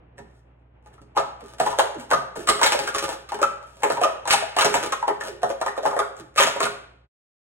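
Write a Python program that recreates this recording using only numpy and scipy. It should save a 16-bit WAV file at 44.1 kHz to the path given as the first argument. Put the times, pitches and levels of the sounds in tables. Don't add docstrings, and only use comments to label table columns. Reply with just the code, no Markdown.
import sys
import numpy as np
from scipy import signal
from scipy.fft import rfft, irfft, next_fast_len
from scipy.io import wavfile
from scipy.ndimage import uniform_filter1d

SR = 44100
rng = np.random.default_rng(int(sys.argv[2]) if len(sys.argv) > 2 else 0)


def int16_out(signal):
    q = np.round(np.clip(np.atleast_2d(signal).T, -1, 1) * 32767)
    wavfile.write(sys.argv[1], SR, q.astype(np.int16))


N = 328489

# [f/Hz, relative level/dB, t60/s]
CUP_MODES = [(415, -8.5, 0.27), (550, 6.5, 0.059), (668.8, 10.5, 0.031), (720, -13, 0.021),
             (844.4, 1.5, 0.086), (942, 5, 0.037), (905, -14.5, 0.043), (1223, 4, 0.0092),
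             (1230, -3.5, 0.067), (1313, -3.5, 0.065), (1424, -14, 0.14), (1532, 0.5, 0.034),
             (1817, 3.5, 0.018)]
# [f/Hz, level/dB]
RIM_CLICK = [(700, -20.5), (1300, 7.5), (2000, 0.5), (3200, -1.5), (5000, -5.5), (8000, -6.5), (11000, -11),
             (15500, -20)]
# [f/Hz, gain/dB]
WALL_RADIATION = [(100, -15), (250, -8.5), (400, -4), (1800, 2.5), (3000, 1)]

LEAD_S = 0.02
BLOW_SIZE = 8192
SCRAPE_SIZE = 32768


def undb(db):
    return 10 ** (np.asarray(db) / 20)


def along(table, size):
    hz, value = np.transpose(table)
    bins_hz = np.fft.rfftfreq(size, 1 / SR)
    return np.interp(np.log(bins_hz + 1), np.log(hz), value)


def ring(modes, t, extra_db, detune):
    hz, db, t60_s = np.array(modes).T[:, :, None]
    decay = np.exp(-np.log(1000) * t / t60_s)
    y = np.sum(undb(db + extra_db) * np.sin(2 * np.pi * hz * detune * t) * decay, axis=0)
    return y / np.sqrt(np.sum(y ** 2))


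def contact_chatter(count):
    lead_in_growth_s, bounce_span_s = 0.007, 0.012
    lead_in = 0.7
    wall_side, rim_side = 0.15, 0.33
    when = rng.random(count)
    amp = rng.laplace(size=(2, count))
    lag_s = LEAD_S * (when - 1)
    bounces = slice(count // 3, None)
    lag_s[bounces] = when[bounces] * bounce_span_s
    envelope = np.where(lag_s < 0, lead_in * np.exp(lag_s / lead_in_growth_s), np.exp(-2.5 * when))
    amp *= envelope * np.array([[wall_side], [rim_side]])
    lag_s[0], amp[:, 0] = 0, 1
    index = np.minimum((lag_s + LEAD_S) * SR, 5000).astype(int)
    push = np.zeros((2, BLOW_SIZE))
    for row in range(2):
        np.add.at(push[row], index, amp[row])
    return push / np.sqrt(np.sum(push ** 2, axis=1, keepdims=True))


def cup_body(ring_hz):
    near_db, near_log_ratio = 8.5, 0.1
    hollow_hz, hollow_db = 760, 0.5
    caught_db, caught_t60_s = -5, 0.022
    contact_s = 0.0012
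    t = np.arange(BLOW_SIZE) / SR
    level_scatter = rng.standard_normal((len(CUP_MODES), 1))
    tune_scatter = rng.standard_normal((len(CUP_MODES), 1))
    hz = np.array(CUP_MODES)[:, :1]
    lift_db = near_db * np.exp(-(np.log(hz / ring_hz) / near_log_ratio) ** 2)
    lift_db = lift_db + hollow_db * (hz < hollow_hz)
    walls = ring(CUP_MODES, t, lift_db + 2.5 * level_scatter, 1 + 0.01 * tune_scatter)
    caught_air = ring([(ring_hz, 0, caught_t60_s)], t, 0, 0.98)
    return (walls + undb(caught_db) * caught_air) * (1 - np.exp(-t / contact_s))


def rim_colour():
    octave = np.log2(np.fft.rfftfreq(BLOW_SIZE, 1 / SR) + 1)
    peaks = np.log2(2000) + 2.3 * rng.random((3, 1))
    resonances_db = 3 * np.sum(np.exp(-((octave - peaks) / 0.2) ** 2), axis=0)
    return undb(along(RIM_CLICK, BLOW_SIZE) + resonances_db)


def blow(ring_hz, crack_db, count=30):
    wall_push, rim_push = contact_chatter(count)
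    walls = rfft(cup_body(ring_hz)) * undb(along(WALL_RADIATION, BLOW_SIZE))
    crack = undb(crack_db) * rim_colour() * rfft(rim_push)
    return irfft(rfft(wall_push) * walls + crack)


def thud():
    # [f/Hz, relative level/dB, t60/s]
    table_modes = [(136, 2, 0.2), (172, -3.5, 0.15), (218, -3.5, 0.11), (271.2, -5.5, 0.14)]
    t = np.arange(BLOW_SIZE) / SR
    palm = np.exp(-((t - 0.012) / 0.0015) ** 2)
    tilt_db = along([(60, -35.0), (110, -23.0), (350, 10), (600, -38.0)], BLOW_SIZE)
    y = irfft(rfft(palm) * rfft(ring(table_modes, t, 0, 1)) * undb(tilt_db))
    return y / np.sqrt(np.sum(y ** 2))


def pull(from_hz, to_hz, length_s):
    u = np.arange(BLOW_SIZE) / SR / length_s
    hz = to_hz + (from_hz - to_hz) * np.exp(-6 * u)
    phase = 2 * np.pi * np.cumsum(hz) / SR
    breath = uniform_filter1d(rng.standard_normal((2, BLOW_SIZE)), 150, axis=1) * 2.5
    note = (1 + breath[0]) * np.sin(phase) + breath[1] * np.cos(phase)
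    return note * (1 - np.exp(-u / 0.02)) * np.exp(-3.0 * u ** 2)


def scrape(length_s, rate_hz=2400.0, spread_db=4.5, walls_db=-5.5):
    t = np.arange(SCRAPE_SIZE) / SR
    slips = rng.random(SCRAPE_SIZE) < rate_hz / SR
    slip_gain = undb(spread_db * rng.exponential(size=SCRAPE_SIZE))
    ticks = slips * slip_gain * rng.choice([-1, 1], SCRAPE_SIZE)
    grip = np.repeat(rng.standard_normal(32), 1024)
    ticks = ticks * undb(6 * uniform_filter1d(grip, 512))
    swell = np.sin(np.pi * np.minimum(t / length_s, 1)) ** 0.5
    ticks = ticks * swell / np.std(ticks)
    walls = rfft(ring(CUP_MODES, t, 0, 1.0)) * undb(walls_db + along(WALL_RADIATION, SCRAPE_SIZE))
    return irfft(rfft(ticks) * (undb(along(RIM_CLICK, SCRAPE_SIZE)) + walls))


def cups(places=4):
    # [main contact t/s, level/dB, favoured ring f/Hz, crack against ring/dB]
    blows = [(0.181, -19.5, 1800, -5), (0.188, -12, 500, -11), (0.826, -36, 880, -13),
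             (0.861, -18.5, 796, -11.5), (0.98, -23.5, 1350, -17), (1.017, -24, 416, -6),
             (1.168, 10.5, 888, -17.5), (1.175, 8, 1280, -7), (1.199, 0, 665, -8),
             (1.408, -18.5, 1230, -3.5), (1.601, 13, 766, -10.5), (1.664, 7.5, 903, -11),
             (1.728, -2.5, 940, -12), (1.788, 10.5, 580, -3), (1.794, 13, 917, -6), (1.81, 4.5, 680, -20.5),
             (1.946, -21, 525, -1), (1.998, -23.5, 430, 9.5), (2.113, 13.5, 910, -10.5),
             (2.124, 10, 640, -22), (2.134, 10.5, 1234, -7.5), (2.357, -12.5, 910, -5),
             (2.475, 2.5, 1235, -0.5), (2.489, 11, 1220, 6), (2.5, 8.5, 425, -14.5),
             (2.593, 0.5, 1250, -8.5), (2.615, 11, 940, -6), (2.623, 6, 1640, -17), (2.632, 8.5, 1230, 8),
             (2.648, 6.5, 520, -12), (2.662, 9, 904, 6), (2.722, 8.5, 924, 2.5), (2.748, 7.5, 565, -11.5),
             (2.791, 1.5, 825, 2), (2.876, 1, 1463, -1), (2.948, 7, 1195, -4.5), (2.984, -12, 1260, 17.5),
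             (3.082, -1.5, 788, -10.5), (3.118, -6.5, 840, -20.5), (3.292, -13.5, 1233, 2),
             (3.32, 2.5, 898, -11), (3.345, -0.5, 427, -7), (3.39, -3, 890, -14), (3.417, 7.5, 542, -8.5),
             (3.429, 10, 1320, -6.5), (3.629, -23, 830, -4), (3.834, 12, 830, -7), (3.85, 6, 425, -20.5),
             (3.902, 9, 520, -10.5), (3.972, 4.5, 1030, -14.5), (4.015, 10.5, 640, -12.5),
             (4.036, 11, 1286, -5), (4.044, -2, 1170, -24), (4.052, 8, 606, -19.5), (4.089, 0, 674, -20),
             (4.255, -5, 910, -7.5), (4.279, 5, 826, -1), (4.307, 6.5, 1270, 11), (4.315, -3, 1900, -1),
             (4.328, -3.5, 950, 18), (4.336, 13.5, 840, -5.5), (4.424, 0.5, 675, -41), (4.567, 10, 753, -8),
             (4.587, 9.5, 1210, 2), (4.61, 8, 920, 4), (4.622, 7.5, 1160, -0.5), (4.647, 9.5, 634, -0.5),
             (4.654, 1.5, 780, 6.5), (4.661, 9.5, 415, -28.5), (4.742, 8, 915, 1), (4.755, 7.5, 657, -5.5),
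             (4.829, 1.5, 512, -3), (4.925, 7.5, 1138, -4.5), (5.027, 4.5, 910, -19.5),
             (5.08, 12, 872, -15), (5.1, 5, 415, -28.5), (5.21, -4, 1810, -3), (5.284, -17.5, 433, 8),
             (5.432, 9.5, 693, -12.5), (5.502, 6.5, 607, -14.5), (5.614, 7.5, 753, -11.5),
             (5.663, 8, 1033, -12), (5.681, -2.5, 1910, -7), (5.766, -8, 1220, -11.5), (5.778, 3, 576, -14),
             (5.833, -1.5, 650, -9.5), (5.854, 13, 814, -19.5), (5.861, 4, 1160, -7.5),
             (5.912, -2.5, 1190, -11), (5.93, 4, 787, -23.5), (5.965, 6.5, 594, -19.5),
             (5.991, 10.5, 1260, -9.5), (6.018, -2, 1460, -19.5), (6.168, -27.5, 1326, 7),
             (6.361, -6.5, 550, -1), (6.38, 8.5, 1216, 4), (6.385, 4.5, 1290, 6), (6.4, 15, 1050, -2.5),
             (6.407, 8, 930, 5.5), (6.427, 6.5, 990, 7.5), (6.473, 4.5, 620, 0.5), (6.562, 4, 490, -15),
             (6.605, 9.5, 1130, -5.5), (6.631, 3.5, 707, 3.5), (6.655, 5.5, 1435, -5)]
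    # [palm peak t/s, level/dB]
    thuds = [(0.203, -21.5), (1.009, -27), (1.179, -17.5), (1.428, -24), (1.613, -12.5), (1.973, -22),
             (2.133, -10), (2.375, -16.5), (2.495, -14), (2.802, -17), (3.011, -24.5), (3.355, -23),
             (3.445, -20.5), (3.839, -20), (3.918, -16), (4.346, -17.5), (4.653, -9.5), (4.75, -13),
             (4.84, -36), (5.082, -23), (5.442, -16.5), (5.867, -15), (6.199, -24.5), (6.447, -13),
             (6.635, -13.5)]
    # [start t/s, level/dB, from f/Hz, to f/Hz]
    pulls = [(1.405, -44.5, 828, 372), (1.942, -40, 658, 222), (2.355, -35.5, 792, 327),
             (5.274, -36, 755, 335), (5.769, -40, 692, 394), (6.187, -50, 525, 294)]
    # [start t/s, length/s, level/dB]
    scrapes = [(0.238, 0.2, -69), (0.561, 0.071, -84), (0.837, 0.11, -56), (1.41, 0.14, -45.5),
               (1.61, 0.15, -25.5), (1.975, 0.077, -36.5), (2.353, 0.11, -37.5), (2.509, 0.72, -35.5),
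               (3.085, 0.065, -34.5), (3.609, 0.28, -50), (3.861, 0.099, -30.5), (4.59, 0.32, -35),
               (5.213, 0.083, -40.5), (5.458, 0.078, -34.5), (5.869, 0.17, -37), (6.159, 0.047, -49)]
    size = next_fast_len(N + 49152)
    sounds = [(s - LEAD_S, blow(ring_hz, crack_db) * undb(db)) for s, db, ring_hz, crack_db in blows]
    sounds += [(s - 0.012, thud() * undb(db)) for s, db in thuds]
    sounds += [(s, pull(from_hz, to_hz, 0.09) * undb(db)) for s, db, from_hz, to_hz in pulls]
    sounds += [(s, scrape(length_s) * undb(db)) for s, length_s, db in scrapes]
    dry_places = np.zeros((places, size))
    for k, (s, sound) in enumerate(sounds):
        start = int(s * SR)
        dry_places[k % places, start:start + len(sound)] += sound
    wet = sum(rfft(place) * rfft(room(), size) for place in dry_places)
    return irfft(wet, size)[:, :N]


def ports(size):
    # [f/Hz, share/0-1]
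    common_share = [(100, .99), (200, .95), (330, .6), (600, .05), (1500, .05), (3000, .35), (4500, .78),
                    (15000, .8)]
    both, left, right = rfft(rng.standard_normal((3, size)))
    share = np.clip(along(common_share, size), 0, 1)
    return np.sqrt(share) * both + np.sqrt(1 - share) * np.array([left, right])


def room(size=32768):
    # [band centre f/Hz, t60/s]
    tail_t60 = [(100, 0.75), (400, 0.6), (1000, 0.57), (2500, 0.61), (6000, 0.44), (12000, 0.32)]
    direct_db, early_db, late_db = 1.5, -24, -33.0
    early_share = 0.14
    wall_ms, wall_width_ms, wall_db = 13, 1.0, 3
    gap_ms = 2.0
    t = np.arange(size) / SR
    noise, echoes = ports(size), 0
    early = undb(early_db + wall_db * np.exp(-((t * 1000 - wall_ms) / wall_width_ms) ** 2))
    sparse = undb(5 * np.repeat(np.minimum(rng.exponential(size=size // 32), 3), 32))
    early = early * sparse / np.sqrt(np.mean(sparse ** 2))
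    for centre_hz, t60_s in tail_t60:
        band = along([(hz, float(hz == centre_hz)) for hz, _ in tail_t60], size)
        late_env = undb(late_db) * 1000. ** (-t / t60_s)
        early_env = early * 1000. ** (-t / (early_share * t60_s))
        echoes = echoes + irfft(noise * band) * (late_env + early_env)
    response = echoes * (1 - np.exp(-t * 1000 / gap_ms))
    response[:, 0] += undb(direct_db)
    return response


def room_tone():
    # [f/Hz, relative density/dB]
    air_shape = [(15, -67), (25, -36), (36, -23), (64, -13), (151, -14), (188, -20), (286, -18),
                 (911, -23.5), (1080, -28), (2760, -37.5), (9000, -84), (11700, -115), (19800, -120)]
    # [f/Hz, rms level before waver and sink/dB]
    hum_partials = [(59.2, -58), (118.4, -62.5)]
    air_db = -59.5
    t = np.arange(N) / SR
    size = N + N % 2
    air = irfft(ports(size) * undb(along(air_shape, size)))[:, :N]
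    waver = uniform_filter1d(rng.standard_normal((2, N)), 3000, axis=1)
    waver = uniform_filter1d(waver, 3000, axis=1) * 65
    hum = sum(undb(db + 0.7 * waver[0]) * np.sqrt(2) * np.sin(2 * np.pi * hz * t)
              for hz, db in hum_partials)
    air = air * undb(air_db + 3.0 * waver[1]) / np.std(air)
    sink_db = -0.6 * (t - 3)
    return (air + hum) * undb(sink_db)


def scene():
    return cups() + room_tone()


def record(dry):
    # [f/Hz, gain/dB]
    right_lift = [(120, 1), (250, 3), (420, 4.5), (650, -0.5), (2000, -0.5)]
    port_lag_samples, top_hz = 5, 15900
    end_s, fade_s = 7.045, 0.014
    ceiling = 0.9
    lagged = np.array([np.roll(dry[0], port_lag_samples), dry[1]])
    lift = undb(along(right_lift, N + 1) / 2)
    heard = irfft(rfft(lagged, N + 1) * np.array([1 / lift, lift]), N + 1)[:, :N]
    fade = np.exp(-np.maximum(np.arange(N) / SR - end_s, 0) ** 2 / fade_s ** 2 / 2)
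    rounded = ceiling * np.tanh(heard / ceiling) * fade
    low_pass = signal.ellip(10, 0.2, 90, top_hz, fs=SR, output="sos")
    return signal.sosfilt(low_pass, rounded)


dry = scene()
out = record(dry)
int16_out(out)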